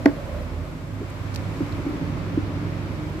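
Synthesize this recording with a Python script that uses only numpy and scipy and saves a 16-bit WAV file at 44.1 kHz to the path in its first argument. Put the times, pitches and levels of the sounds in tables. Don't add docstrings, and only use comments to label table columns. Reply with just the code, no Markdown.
import sys
import numpy as np
from scipy import signal
from scipy.fft import rfft, irfft
from scipy.io import wavfile
from scipy.ndimage import uniform_filter1d

SR = 44100
rng = np.random.default_rng(int(sys.argv[2]) if len(sys.argv) > 2 else 0)


def transcribe(u):
    v = np.clip(np.atleast_2d(u).T, -1, 1)
    q = np.round(v * 32767).astype(np.int16)
    wavfile.write(sys.argv[1], SR, q)


N = 141120
SIDES = np.array([[.5], [-.5]])

# frequency in Hz, level in dB, T60 in seconds.
BOWL_MODES = [(287.8, 0.5, 0.14), (358, -16, 0.15), (318, -2, 0.039), (443, -16, 0.06), (540, -10.5, 0.079),
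              (652, -4.5, 0.048), (893, -11, 0.041), (1087, -20, 0.053), (1205, -22.5, 0.048),
              (1415, -29, .05), (1613, -20.5, .04)]


def knock():
    # start in seconds, level in dB.
    blows = [(0.0566, -3.5)]
    # frequency in Hz, level in dB, T60 in seconds.
    wood_modes = [(1530, -11.5, 0.019), (1900, -9, 0.019), (2000, -16, 0.015), (2320, -26, 0.019),
                  (3080, -21, 0.013), (4630, -24, 0.011), (7340, -35, .006)]
    # frequency in Hz, relative density in dB.
    crack_spectrum = [(200, -16), (700, -4.5), (1200, -1), (1850, 3.5), (2700, -6), (3700, -16),
                      (4600, -9.5), (6500, -21), (7600, -20.5), (9500, -29.5), (12000, -26), (16000, -27)]
    lag_s, contact_s = 0.002414, 0.0019
    crack = undb(-17.5) * noise(crack_spectrum)
    out = 0
    for touch_s, db in blows:
        land_s = touch_s + lag_s
        contact = undb(-1.5) * burst(touch_s, contact_s) + burst(land_s, contact_s)
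        bowl = ring(BOWL_MODES, touch_s, rise_s=0.0012)
        head = ring(wood_modes, land_s, rise_s=0.00058)
        out += undb(db) * (bowl + head + crack * contact)
    return out


def thuds():
    # start in seconds, level in dB, pitch ratio, share of the bowl's T60.
    blows = [(1.001, -15, 0.91, .25), (1.012, -13.5, 1.33, 0.23), (1.026, -17, 1.15, 0.27),
             (1.6036, -4.5, 1.08, .26), (1.6135, -12, 0.94, 0.38), (1.862, -9, 1.03, 0.43),
             (1.887, -15.5, 1.1, .45), (1.93, -17, 1.01, 0.37), (2.008, -18, 0.95, 0.58),
             (2.3724, 0, 1.06, 0.26)]
    return sum(undb(db) * ring(BOWL_MODES, start_s, 0.0045, t60_share, pitch, dull_db_per_oct=28)
               for start_s, db, pitch, t60_share in blows)


def ring(modes, start_s, rise_s, t60_share=1, pitch=1, dull_db_per_oct=0):
    t = np.arange(SR // 3) / SR
    y = 0
    for k, (hz, db, t60_s) in enumerate(modes):
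        phase_rad = (-1) ** k * 0.74 * np.sqrt(hz / 1000) * SIDES
        gain = undb(db - dull_db_per_oct * np.log2(hz / modes[0][0]))
        decay = np.exp(-np.log(1000) * t / (t60_s * t60_share))
        y += gain * np.sin(2 * np.pi * hz * pitch * t + phase_rad) * decay
    y *= 1 - np.exp(-(t / rise_s) ** 2)
    return np.array([np.interp(since(start_s), t, side, right=0) for side in y])


def churning():
    # time in seconds, relative level in dB.
    stirring = [(0, -34), (.8, -38), (1.2, -44), (1.6, -32), (2.0, -28.5), (2.6, -30.5), (3.2, -32.5)]
    gulps_per_s, centre_hz, rise_cycles = 70, 283.3, 1.75
    scatter_oct, scatter_db = 0.4, 2
    t = np.arange(SR // 10) / SR
    out = np.zeros(N + len(t))
    for when, pitch, size in rng.random((int(gulps_per_s * N / SR), 3)):
        i = int(when * N)
        cycles = centre_hz * 2 ** (scatter_oct * (2 * pitch - 1)) * t
        age = cycles / rise_cycles
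        envelope = undb(scatter_db * (2 * size - 1)) * age * np.exp(1 - age)
        out[i:i + len(t)] += envelope * np.sin(2 * np.pi * cycles)
    return out[:N] * undb(curve(stirring)) / 2


def wet_clicks():
    # start in seconds, level in dB, centre in Hz, width in octaves, relative spray in dB.
    snaps = [(1.0995, -47, 9090, 0.5, -10), (1.1045, -50, 7486, 0.36, -16), (1.3415, -36, 4300, 0.49, -21),
             (1.3476, -33.5, 4880, 0.42, -11), (1.3594, -27, 3230, 0.73, -19),
             (1.363, -37.5, 4850, 0.36, -12), (1.7236, -38, 4200, 0.17, -24),
             (3.099, -54, 12980, 0.26, -14)]
    grid_hz = np.geomspace(100, 16000, 80)
    out = 0
    for start_s, db, centre_hz, width_oct, spray_db in snaps:
        band = np.exp(-.5 * (np.log2(grid_hz / centre_hz) / width_oct) ** 2)
        spray = undb(spray_db) * grid_hz / (grid_hz + 1000)
        spectrum = np.c_[grid_hz, 20 * np.log10(band + spray)]
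        out += undb(db) * burst(start_s, length_s=0.0017) * noise(spectrum)
    return out


def kitchen(x):
    # frequency in Hz, relative density in dB.
    tail_spectrum = [(100, -16), (300, -4.5), (650, -3), (1200, 2.5), (2000, -6.5), (5000, -5.5),
                     (16000, -13.5)]
    t60_s, tail_db, lag_s, build_s = 0.13, -17, 0.0093, 0.0038
    decay = np.exp(-np.log(1000) * since(0) / t60_s)
    onset = 1 - np.exp(-since(lag_s) / build_s)
    tail = noise(tail_spectrum) * decay * onset
    tail /= np.sqrt(np.sum(tail ** 2) / 2)
    return x + undb(tail_db) * signal.fftconvolve(x, tail, axes=1)[:, :N]


def engine():
    # time in seconds, cycle rate in Hz, level in dB.
    run = [(0, 20.8, -51), (.8, 22.1, -45.5), (1.2, 22.4, -44.5), (1.9, 23.2, -37), (2.3, 22.7, -36.5),
           (2.7, 24.2, -37.5), (2.95, 24.7, -37), (3.2, 25.6, -38.5)]
    # multiple of the rate, level in dB, level spread in dB, pitch drift as a share.
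    orders = [(3, -12, 6.5, 0.0165), (6, -8.5, 7, .016), (9, -15, 2, 0.015), (12, -1.5, 2.5, 0.03025),
              (13, -10, 0.5, 0.0252)]
    rate_hz = curve(run)
    partials = sum(undb(db) * tone(k * rate_hz, rough_db, drift) for k, db, rough_db, drift in orders)
    return undb(curve(run, column=2)) * partials


def drones():
    # time in seconds, frequency in Hz, level in dB.
    lower = [(0, 97.6, -33.5), (.2, 92.25, -52), (.34, 75.8, -30), (.47, 81.1, -36), (.58, 82.7, -30.5),
             (.76, 86.1, -46.5), (.88, 100.3, -32), (.98, 101.7, -32), (1.13, 100.1, -43),
             (1.25, 99.06, -33), (1.52, 103.5, -32.5), (1.75, 101, -38), (2.15, 98, -44.5),
             (2.38, 96.96, -29), (2.6, 96.88, -30.5), (2.85, 97.6, -36), (3.2, 93.8, -40)]
    upper = [(0, 153, -45), (.8, 156.4, -47), (1.4, 156.9, -42), (1.95, 163.2, -41.5), (2.1, 167.1, -37.5),
             (2.4, 167.1, -37.5), (2.75, 169.8, -35), (2.92, 169, -44.5), (3.2, 167.6, -50)]
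    hum = [(0, 46, -45), (.4, 48.1, -36), (1.05, 50.5, -46), (1.6, 51.5, -43), (2.6, 54.65, -42.5),
           (3.2, 54.24, -42)]
    return sum(undb(curve(track, column=2)) * tone(curve(track), rough_db=1.07, drift=0.013)
               for track in (lower, upper, hum))


def traffic():
    # frequency in Hz, relative density in dB.
    rumble_spectrum = [(20, -28), (33, -6), (48, -20), (80, 1.5), (115, -2.5), (160, -1), (205, -9),
                       (290, -8.5), (360, -10.5), (450, -15.5), (600, -14.5), (800, -26), (1500, -55)]
    middle_spectrum = [(380, -17), (470, -1), (535, 8), (560, 8.5), (590, 9), (650, 1), (720, -3.5),
                       (900, -35)]
    wash_spectrum = [(300, -8.5), (600, -13.5), (780, -2), (1000, 1.5), (1300, -1), (1700, -5), (2250, -5),
                     (2800, -10.5), (3500, -13.5), (4300, -15.5), (5500, -19.5), (6600, -24.5), (7800, -28),
                     (8800, -33), (12000, -33), (15500, -55)]
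    hiss_spectrum = [(1000, -18), (7800, 4.5), (8800, -4), (12500, -0.5), (16000, -14)]
    # time in seconds, level in dB.
    rumble_levels = [(0, -32), (.38, -35), (.7, -36), (1.1, -37), (1.5, -31.5), (2.0, -31), (2.6, -31.5),
                     (3.2, -33)]
    middle_levels = [(0, -41.5), (.28, -40), (.42, -37.5), (.49, -50), (.6, -46.5), (.7, -43), (.78, -52),
                     (1.2, -49.5), (3.2, -52.5)]
    wash_levels = [(0, -42), (.42, -42.5), (.5, -43.5), (.9, -46), (1.08, -43), (1.25, -41.5), (1.7, -40),
                   (2.1, -40.5), (2.7, -40.5), (3.2, -42)]
    hiss_levels = [(0, -61), (.9, -61), (1.6, -58), (2.5, -66.5), (3.2, -59.5)]
    rumble = noise(rumble_spectrum) * undb(curve(rumble_levels))
    middle = noise(middle_spectrum) * undb(curve(middle_levels))
    wash = noise(wash_spectrum) * undb(curve(wash_levels))
    hiss = noise(hiss_spectrum) * undb(curve(hiss_levels))
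    return rumble + middle + wash + hiss


def tone(hz, rough_db, drift):
    cycles = np.cumsum(hz * (1 + drift * walk(rate_hz=14))) / SR + rng.random()
    return np.sqrt(2) * np.sin(2 * np.pi * cycles) * undb(rough_db * walk(rate_hz=18))


def noise(spectrum):
    # frequency in Hz, left-right correlation.
    likeness = [(60, 0.98), (290, 0.6), (640, 0.8), (1000, 0.27), (1500, 0.03), (15000, -0.01)]
    alike = np.clip(per_bin(likeness), 0, 1)
    mid, side = rfft(rng.standard_normal((2, N)))
    mid, side = mid * np.sqrt(1 + alike), side * np.sqrt(1 - alike)
    y = irfft(np.array([mid + side, mid - side]) * undb(per_bin(spectrum)), N)
    return y / y.std()


def walk(rate_hz):
    hold = int(SR / rate_hz)
    steps = rng.standard_normal(512)[np.arange(N) // hold % 512]
    return 1.3 * uniform_filter1d(uniform_filter1d(steps, hold), hold)


def burst(start_s, length_s):
    age = 2 * since(start_s) / length_s
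    return age * np.exp(1 - age)


def since(start_s):
    return np.maximum(np.arange(N) / SR - start_s, 0)


def curve(rows, column=1):
    rows = np.array(rows)
    return np.interp(np.arange(N) / SR, rows[:, 0], rows[:, column])


def per_bin(rows):
    hz, values = np.array(rows).T
    bin_hz = np.arange(N // 2 + 1) * SR / N
    return np.interp(np.log(bin_hz + 1), np.log(hz), values)


def undb(db):
    return 10 ** (np.asarray(db) / 20)


def scene():
    # frequency in Hz, left minus right in dB.
    street_lean = [(60, -5.5), (110, -6), (200, 0), (700, -1.5), (3000, 1), (8000, -1.5), (15000, -1.5)]
    bowl_low_hz, bowl_pan_db = 184, -1.5
    radiation = signal.butter(4, bowl_low_hz, "high", fs=SR, output="sos")
    blows = signal.sosfilt(radiation, knock() + thuds())
    bowl = kitchen(blows + churning() + wet_clicks()) * undb(bowl_pan_db * SIDES)
    street = engine() + drones() + traffic()
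    return bowl + irfft(rfft(street) * undb(per_bin(street_lean) * SIDES), N)


def record(dry):
    low_hz, top_hz = 29, 15500
    low_cut = signal.butter(4, low_hz, "high", fs=SR, output="sos")
    top_cut = signal.ellip(10, .2, 80, top_hz, fs=SR, output="sos")
    clipped = np.clip(signal.sosfilt(low_cut, dry), -1, 1)
    return signal.sosfilt(top_cut, clipped)


dry = scene()
out = record(dry)
transcribe(out)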